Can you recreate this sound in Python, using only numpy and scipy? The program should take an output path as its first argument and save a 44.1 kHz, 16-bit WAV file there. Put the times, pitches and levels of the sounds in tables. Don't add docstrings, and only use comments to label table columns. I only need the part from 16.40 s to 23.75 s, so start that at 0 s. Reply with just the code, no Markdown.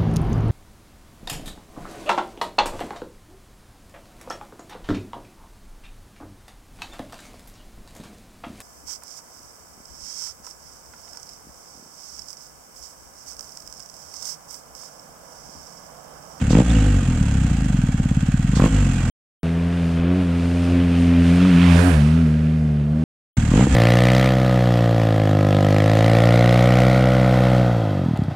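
import sys
import numpy as np
from scipy import signal
from scipy.fft import rfft, irfft, next_fast_len
from scipy.io import wavfile
from scipy.ndimage import uniform_filter1d, map_coordinates

SR = 44100
rng = np.random.default_rng(int(sys.argv[2]) if len(sys.argv) > 2 else 0)


def waveform_to_disk(signal):
    frames = np.transpose(np.atleast_2d(signal))
    scaled = np.clip(frames, -1, 1) * 32767
    samples = np.round(scaled).astype(np.int16)
    wavfile.write(sys.argv[1], SR, samples)


N = 324120
TIME = np.arange(N) / SR


def amp(db):
    return 10 ** (np.asarray(db) / 20)

def steady(x):
    size = SR // 9
    power = np.abs(uniform_filter1d(uniform_filter1d(x ** 2, size), size // 2))
    return x / np.sqrt(power + 1e-3 * np.mean(x ** 2))

def along(points, hz):
    knots_hz, values = np.transpose(points)
    return np.interp(np.log(hz + 1), np.log(knots_hz + 1), values)

def ramp(start, length):
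    return np.clip((TIME - start) / length, 0, 1)

def wobble(rate):
    return map_coordinates(rng.standard_normal(int(N * rate / SR) + 4), [TIME * rate], order=2)

def filtered(x, response):
    size = next_fast_len(N + SR // 4)
    return irfft(rfft(x, size) * response(np.fft.rfftfreq(size, 1 / SR)), size)[..., :N]

def ring(x, colour, size=8192):
    cepstrum = irfft(np.log(amp(along(colour, np.fft.rfftfreq(size, 1 / SR)))))
    cepstrum[1:size // 2] *= 2
    cepstrum[size // 2 + 1:] = 0
    answer = irfft(np.exp(rfft(cepstrum)))
    return signal.fftconvolve(x, answer / np.abs(answer).max())[:N]

# (frequency [Hz], correlation [-1..1])
CLOSE_LIKENESS = [(380, 1), (950, 0.5), (2400, 0.5), (6000, 0), (15000, -0.25)]
def rush(colour, likeness=CLOSE_LIKENESS):
    def response(hz):
        width = np.tan(np.arccos(np.clip(along(likeness, hz), -.95, .999)) / 2)
        return amp(along(colour, hz)) * [np.ones_like(hz), width]
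    mid, side = filtered(rng.standard_normal((2, N)), response)
    return np.array([mid + side, mid - side]) / mid.std()

def panned(lean_db):
    gains = amp(np.vstack([lean_db / 2, -lean_db / 2]))
    return gains / gains.mean(axis=0)

def turns(speed):
    return np.cumsum(np.interp(TIME, *np.transpose(speed), left=0)) / SR

def pulses(crank, scatter_db):
    at = np.flatnonzero(np.diff(np.floor(crank)) > 0)
    train = np.zeros(N)
    train[at] = amp(scatter_db * rng.standard_normal(len(at)))
    return train

def strikes(events):
    train = np.zeros(N)
    for s, db in events:
        train[round(s * SR)] = amp(db)
    return train

def bursts(train, life):
    age = TIME[:SR // 10] / life
    return signal.fftconvolve(train, age * np.exp(1 - age))[:N]


# (time [s], pitch [Hz], level [dB])
SHORT_KNOCKS = [(.302, 3580, -26), (0.354, 2910, -24.5), (5.052, 1260, -21)]
def knocks(t60_s=0.032):
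    t = TIME[:SR // 10]
    decay = amp(-60 * t / t60_s)
    rings = (signal.fftconvolve(strikes([(s, db)]), np.sin(2 * np.pi * hz * t) * decay)[:N]
             for s, hz, db in SHORT_KNOCKS)
    return sum(rings) * panned(-6)

# (on [s], off [s], opening [0-1])
ROAD_THROTTLE = [(3.552, 3.76, 0.77), (4.219, 4.368, 0.6), (5.256, 5.469, 0), (5.689, 5.778, 0.2),
                 (6.463, 6.626, 0.6)]
def pull(roll_s=0.11):
    return sum(opening * (ramp(on, roll_s) - ramp(off, roll_s)) for on, off, opening in ROAD_THROTTLE)

ABREAST_S, NEAR_S = 5.456, 0.18
def passing():
    to_go = (ABREAST_S - TIME) / NEAR_S
    distance = np.hypot(1, to_go)
    return distance, to_go / distance

def pass_db(law, far_s=1.8):
    abreast_db, loss_db, ahead_db, pull_db = law
    distance, bearing = passing()
    doublings = np.log2(distance / np.hypot(1, distance * NEAR_S / far_s))
    return abreast_db - loss_db * doublings + ahead_db * bearing + pull_db * pull()

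# (frequency [Hz], level [dB])
TYRE_COLOUR = [(2500, -16), (4400, -3.5), (7900, -10), (9400, -8), (11000, -27), (12500, -19.5),
               (15700, -49.5)]
# (base level [dB], loss per doubled distance [dB], gain ahead [dB], full pull [dB])
TYRE_LAW = (-40.5, 5.5, 5, 0.5)
def tyres(abreast):
    hiss = amp(pass_db(TYRE_LAW) + 1.6 * wobble(8.2)) * rush(TYRE_COLOUR, [(4000, 0.68)])
    return hiss + amp(-42) * abreast * rush([(5000, -16), (9500, 1), (15700, -26)])

# (frequency [Hz], level [dB])
WHIRR_COLOUR = [(200, -32.5), (900, -2.5), (1750, -2), (2600, 1), (3500, -5.5), (9000, -41)]
# (base, loss, ahead, pull) [dB]
WHIRR_LAW = (-30, 6.5, 6.5, 2.5)
def whirr(throb, abreast):
    level_db = pass_db(WHIRR_LAW) - 5.5 * abreast + 0.9 * wobble(18)
    return amp(level_db) * throb * rush(WHIRR_COLOUR, [(3000, 0.98)])

# (frequency [Hz], level [dB])
GROWL_COLOUR = [(300, -31.5), (720, -9), (950, -12), (1600, -10), (6000, -50.5)]
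# (base, loss, ahead, pull) [dB]
GROWL_LAW = (-34.5, 4, 3.5, 3)
def growl(throb, abreast, delay_s=.0012, shrink_s=0.25):
    direct = throb * rush(GROWL_COLOUR, [(1000, 0.8)])
    delay = delay_s / np.hypot(1, (TIME - ABREAST_S) / shrink_s)
    echo = np.array([np.interp(TIME - delay, TIME, side) for side in direct])
    return amp(pass_db(GROWL_LAW) + 5.5 * abreast) * (direct + 0.28 * echo)

# (base, loss, ahead, pull) [dB]
FLOW_LAW = (-30, 2.86, 2, 3)
def gas_flow(puffs):
    noise = rush([(30, -4), (350, -7.5), (680, -11.5), (1200, -58.5)], [(300, 1.0)])
    return amp(pass_db(FLOW_LAW)) * steady(.6 + puffs) * noise

def road_echo(hz, strength, delay_s=0.0029, shrink_s=0.067, tail_passes_s=5.474):
    delay = delay_s / np.hypot(1, (TIME - tail_passes_s) / shrink_s)
    return np.abs(1 + strength * np.exp(-2j * np.pi * hz * delay)) / (1 + strength)

# (frequency [Hz], level [dB])
RASP_COLOUR = [(240, -63.5), (300, 3), (520, -2.5), (620, -4), (720, -10), (850, -18.5), (2500, -58)]
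# (base, loss, ahead, pull) [dB]
RASP_LAW = (-31.5, 3, 3, 3.5)
def rasp(crank, rate, abreast, brighten_db=1.8):
    orders = range(5, 12)
    gains = amp([along(RASP_COLOUR, k * rate) + k * brighten_db * abreast + 2.2 * wobble(9)
                 for k in orders])
    gains /= np.sqrt(np.sum(gains ** 2, axis=0) / 2)
    tones = 0
    for k, gain in zip(orders, gains):
        phase = 2 * np.pi * k * crank - k * k / 4 + .25 * wobble(30)
        tones += gain * road_echo(k * rate, strength=.55) * np.cos(phase)
    return amp(pass_db(RASP_LAW) + 7.5 * abreast) * tones

# (base, loss, ahead, pull) [dB]
HUM_LAWS = [(-14, 4, 3, 1), (-12, 3, 1.3, 0.5), (-13.5, 4.5, 1.37, 6), (-33.5, 3.5, 3.5, 14)]
HUM_ECHOES = (0.4, 0.56, 0.88, 0.25)
# (time [s], half-length [s], change of each order 1-4 [dB])
HUM_SAGS = [(4.2, 0.36, 0.5, -5, 2, 0), (4.72, 0.19, 0, -2, 5, 0.092), (5.11, .14, -9, 1.5, -0.5, 1)]
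def hum(crank, rate, abreast, lag_rad=1.1, slip_rad=1.9):
    sags = sum(np.outer(db, np.exp(-((TIME - s) / half) ** 2)) for s, half, *db in HUM_SAGS)
    slip = slip_rad * (1 - np.clip(pull() + abreast, 0, 1))
    tones = 0
    for k, (law, sag_db, echo) in enumerate(zip(HUM_LAWS, sags, HUM_ECHOES), 1):
        level_db = pass_db(law, far_s=30) + sag_db + 0.79 * wobble(25)
        phase = 2 * np.pi * k * crank - lag_rad * (k - 1) + slip * ((k > 1) - k / 3)
        tones += amp(level_db) * road_echo(k * rate, echo) * np.sqrt(2) * np.cos(phase)
    return tones * (1 + 0.045 * np.cos(np.pi * crank))

# (time [s], firing rate [Hz])
ROAD_SPEED = [(3.03, 82.8), (3.36, 86.8), (3.44, 84.2), (3.62, 84.2), (3.78, 92.8), (3.89, 85.2),
              (4.42, 87.6), (4.5, 86.0), (4.91, 85.6), (5.08, 92.6), (5.15, 84.8), (5.24, 88.5),
              (5.36, 85.0), (5.485, 91.0), (5.55, 75.5), (5.63, 72.6), (5.79, 83.2), (5.89, 76.4),
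              (6.15, 78.4), (6.43, 72.5), (6.63, 80.0)]
def riding(lean_abreast_db=-16, lean_behind_db=-7):
    crank = turns(ROAD_SPEED) + .004 * wobble(30)
    rate = np.interp(TIME, *np.transpose(ROAD_SPEED))
    _, bearing = passing()
    lean_db = lean_abreast_db * (1 - bearing ** 2) + lean_behind_db * (1 - bearing) / 2
    abreast = np.exp(-((TIME - ABREAST_S) / 0.12) ** 2)
    puffs = bursts(pulses(crank, scatter_db=2), life=.0015)
    throb = steady(1 + .6 * puffs)
    outlet = (gas_flow(puffs) + rasp(crank, rate, abreast)) * panned(0.46 * lean_db)
    engine = (growl(throb, abreast) + whirr(throb, abreast)) * panned(1.09 * lean_db)
    return tyres(abreast) * panned(0.5 * lean_db) + engine + outlet + hum(crank, rate, abreast)


# (frequency [Hz], level [dB])
CASING_COLOUR = [(350, -28.5), (600, 0), (1100, -4.5), (1450, -3.5), (2190, -6), (2750, -6), (3770, -14),
                 (5160, -18), (7350, -10.5), (11100, -35), (15600, -50.5)]
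def casing(t60_s=.09, power_share=.13):
    direct = rush(CASING_COLOUR)
    t = TIME[:SR // 10]
    tail = rng.standard_normal(len(t)) * amp(-60 * t / t60_s)
    rung = signal.fftconvolve(direct, [tail / np.linalg.norm(tail)], axes=1)[:, :N]
    return np.sqrt(1 - power_share) * direct + np.sqrt(power_share) * rung

# (order [multiple of crank speed], level before the casing's colour [dB])
GEAR_TONES = [(27, -7), (57, -2.5)]
def gear_whine(crank, throttle, flutter_db=3, jitter_rad=1.1):
    rate = np.abs(np.gradient(crank)) * SR
    tones = 0
    for order, db in GEAR_TONES:
        level_db = db + along(CASING_COLOUR, order * rate) + flutter_db * wobble(22)
        tones += amp(level_db) * np.sin(2 * np.pi * order * crank + jitter_rad * wobble(70))
    return tones * np.minimum(rate / 50, 1) ** 2 * (1 - throttle)

VALVE_TIMING = (.59, .93)
# (frequency [Hz], level [dB])
VALVE_COLOUR = [(3500, -14.5), (8000, 0.5), (15000, -34.5)]
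# (frequency [Hz], level [dB])
FIN_COLOUR = [(900, -52), (1520, -2), (2400, -39.5)]
# (frequency [Hz], left minus right [dB])
METAL_LEAN = [(380, 10.5), (950, -5), (6500, -9), (15000, 4.5)]
def clatter(crank, clatter_db, throttle):
    heavy, light = (pulses(crank - turn, scatter_db=0) for turn in VALVE_TIMING)
    chains = bursts(pulses(4 * crank + 0.3 * wobble(60), scatter_db=1.5), life=0.0016)
    rattle = steady(.75 + .85 * bursts(heavy, life=.0035) + .4 * chains)
    valves = amp(-46) * bursts(heavy + light, life=.002) * rush(VALVE_COLOUR)
    metal = rattle * (amp(clatter_db) * casing() + amp(-48) * rush(FIN_COLOUR)) + valves
    block = amp(9) * rattle * rush([(60, 2.5), (250, 9.5), (430, -20.5), (2000, -57.5)])
    whine = gear_whine(crank, throttle) * panned(-4)
    return filtered(metal, lambda hz: panned(along(METAL_LEAN, hz))) + amp(clatter_db) * (block + whine)

# (time [s], level [dB])
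INTAKE_GASPS = [(.098, -34.5), (2.148, -35), (7.1, -45)]
def gasps():
    envelope = bursts(strikes(INTAKE_GASPS), life=0.015)
    return envelope * rush([(800, -13.5), (3500, 9.5), (7500, 8), (15000, -28.5)])

# (frequency [Hz], level [dB])
AIRBOX_COLOUR = [(400, -35), (800, -21), (1040, 3.5), (1650, -11), (6000, -37)]
def airbox(crank, level_db, lag_turns=0.23):
    return ring(pulses(crank - lag_turns, scatter_db=3.5) * amp(level_db), AIRBOX_COLOUR)

# (frequency [Hz], level [dB])
DRONE_COLOUR = [(15, -54), (37, 0), (55, 8.5), (112, 3.5), (150, -19.5), (900, -100)]
# (frequency [Hz], level [dB])
OVERRUN_COLOUR = [(70, -37.5), (150, 5.5), (280, 3.5), (385, -24.5), (495, -5.5), (750, -44), (3000, -94)]
def piston_drone(crank, burble, drone_db, overrun_db, lag_turns=0.5464):
    push = pulses(crank - lag_turns, scatter_db=.9)
    drone = amp(drone_db) * steady(ring(push, DRONE_COLOUR))
    return drone + amp(overrun_db) * steady(ring(push / burble, OVERRUN_COLOUR))

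def pipe(x, delay_s=0.0162, echo=0.14):
    round_trip = lambda hz: echo / (1 + (hz / 500) ** 2) * np.exp(-2j * np.pi * hz * delay_s)
    return filtered(x, lambda hz: 1 / (1 - round_trip(hz)))

# (frequency [Hz], level [dB])
THUMP_COLOUR = [(15, -18.5), (40, 10.5), (90, 0.5), (135, 11.5), (255, 1.5), (300, -9.5), (350, -54),
                (1200, -68.5)]
# (frequency [Hz], level [dB])
BARK_COLOUR = [(100, -27.5), (220, 6.5), (310, 9.5), (380, -3.5), (500, 3.5), (600, -21), (750, -7.5),
               (950, -14), (4000, -46.5), (12000, -77)]
# (time [s], level [dB])
FUEL_POPS = [(.465, -18.5), (7.269, -10)]
def exhaust(crank, thump_db, bark_db, drone_db, overrun_db, jet_db):
    firing = pulses(crank, scatter_db=1)
    weakness = np.clip((-thump_db - 7) / 5, 0, 1)
    burble = amp(3.2 * weakness * wobble(45))
    thump = pipe(ring(firing * burble * amp(thump_db), THUMP_COLOUR))
    drone = piston_drone(crank, burble, drone_db, overrun_db)
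    blast = firing * amp(bark_db + wobble(50))
    bark = ring(blast + strikes(FUEL_POPS), BARK_COLOUR)
    jet_noise = rush([(200, -22), (500, 9.5), (1100, -11), (2500, -11), (15000, -57.5)])
    jet = amp(jet_db) * bursts(blast, life=0.0018) * jet_noise
    lags_s = [[.00005], [0]]
    return filtered(thump + drone + bark, lambda hz: np.exp(-2j * np.pi * hz * lags_s)) + jet

# (opens [s], rise [s], shuts [s], thump [dB], bark [dB], jet [dB re bark], airbox [dB re bark])
THROTTLE_BLIPS = [(.075, 0.035, 0.21, -5, -11.5, -8.5, -26), (2.08, 0.15, 2.266, -5.5, -12.5, -7, -3.5),
                  (7.085, 0.033, 7.242, -6, -13.5, -10, -14)]
# (firing rate [Hz], thump [dB], bark [dB], drone [dB], overrun [dB], clatter [dB])
COASTING_LEVELS = [(18.2, -6, -25.5, -29.5, -49.5, -42), (29.4, -10.5, -30.5, -23.5, -35, -39),
                   (44.3, -13, -29, -22.5, -32, -38), (45.9, -15, -30.5, -14.5, -25, -37.5),
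                   (55.2, -29, -28, -14.5, -21.5, -33.5)]
# (thump, bark, drone, overrun, clatter) [dB]
BLIP_LULL_DB = (9.5, -3.5, -8.5, -10.5, -7)
# (thump, bark, drone, overrun, clatter) [dB]
HANDLEBAR_DB = (0.5, -8.5, -0.5, -0.5, 2)
def effort(crank, shut_s=0.025, open_drone_db=-27.5, open_overrun_db=-39):
    latest = np.searchsorted([blip[0] for blip in THROTTLE_BLIPS[1:]], TIME)
    blip = np.transpose(THROTTLE_BLIPS)[:, latest]
    opens, rise, shuts, open_thump_db, open_bark_db, jet_db, airbox_db = blip
    shut = ramp(shuts, shut_s)
    throttle = ramp(opens, rise) - shut
    lull = shut * (1 - ramp(shuts + 0.019, length=0.063))
    moved = ramp(start=0.19, length=2.37)
    rate = np.gradient(crank) * SR
    speeds, *levels = np.transpose(COASTING_LEVELS)
    thump, bark, drone, overrun, metal = (
        np.interp(rate, speeds, db) + lull * lull_db + moved * moved_db
        for db, lull_db, moved_db in zip(levels, BLIP_LULL_DB, HANDLEBAR_DB))
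    opened = lambda coasting, full: coasting + throttle * (full - coasting)
    return (throttle, opened(thump, open_thump_db), opened(bark, open_bark_db),
            opened(drone, open_drone_db), opened(overrun, open_overrun_db), metal, jet_db, airbox_db)

# (time [s], firing rate [Hz])
OPENING_SPEED = [(0, 46.86), (0.06, 32.78), (0.11, 38.61), (0.19, 63.11), (0.4, 53.41), (0.62, 44.39),
                 (0.85, 35.98), (1.05, 30.84), (1.3, 24.01), (1.5, 18.2), (1.8, 17.05), (2.02, 19.23),
                 (2.11, 23.66), (2.17, 31.28), (2.25, 56.48), (2.45, 45.82), (2.7, 40.15)]
# (time [s], firing rate [Hz])
CLOSING_SPEED = [(6.955, 38.37), (7.1, 37.08), (7.22, 67.65), (7.35, 63.59)]
def standing(closing):
    crank = np.where(closing, turns(CLOSING_SPEED), turns(OPENING_SPEED))
    throttle, thump_db, bark_db, drone_db, overrun_db, clatter_db, jet_db, airbox_db = effort(crank)
    clatter_db[closing] += 1
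    air = gasps()
    outlet = exhaust(crank, thump_db, bark_db, drone_db, overrun_db, jet_db)
    metal = clatter(crank, clatter_db, throttle)
    honk = airbox(crank, bark_db + airbox_db)
    return (air + honk) * panned(-6) + metal + outlet


# (start [s], end [s])
POSITIONS = [(0, 2.699), (3.032, 6.639), (6.969, 7.35)]
def scene(cut_s=.001):
    opening, road, closing = [(TIME >= start) * (1 - ramp(end, cut_s)) for start, end in POSITIONS]
    parked = standing(closing=TIME >= POSITIONS[1][0])
    return parked * (opening + closing) + riding() * road + knocks()

def record(dry, ceiling=.9, top_hz=15750):
    rounded = dry / (1 + np.abs(dry / ceiling) ** 6) ** (1 / 6)
    return filtered(rounded, lambda hz: hz < top_hz)


dry = scene()
out = record(dry)
waveform_to_disk(out)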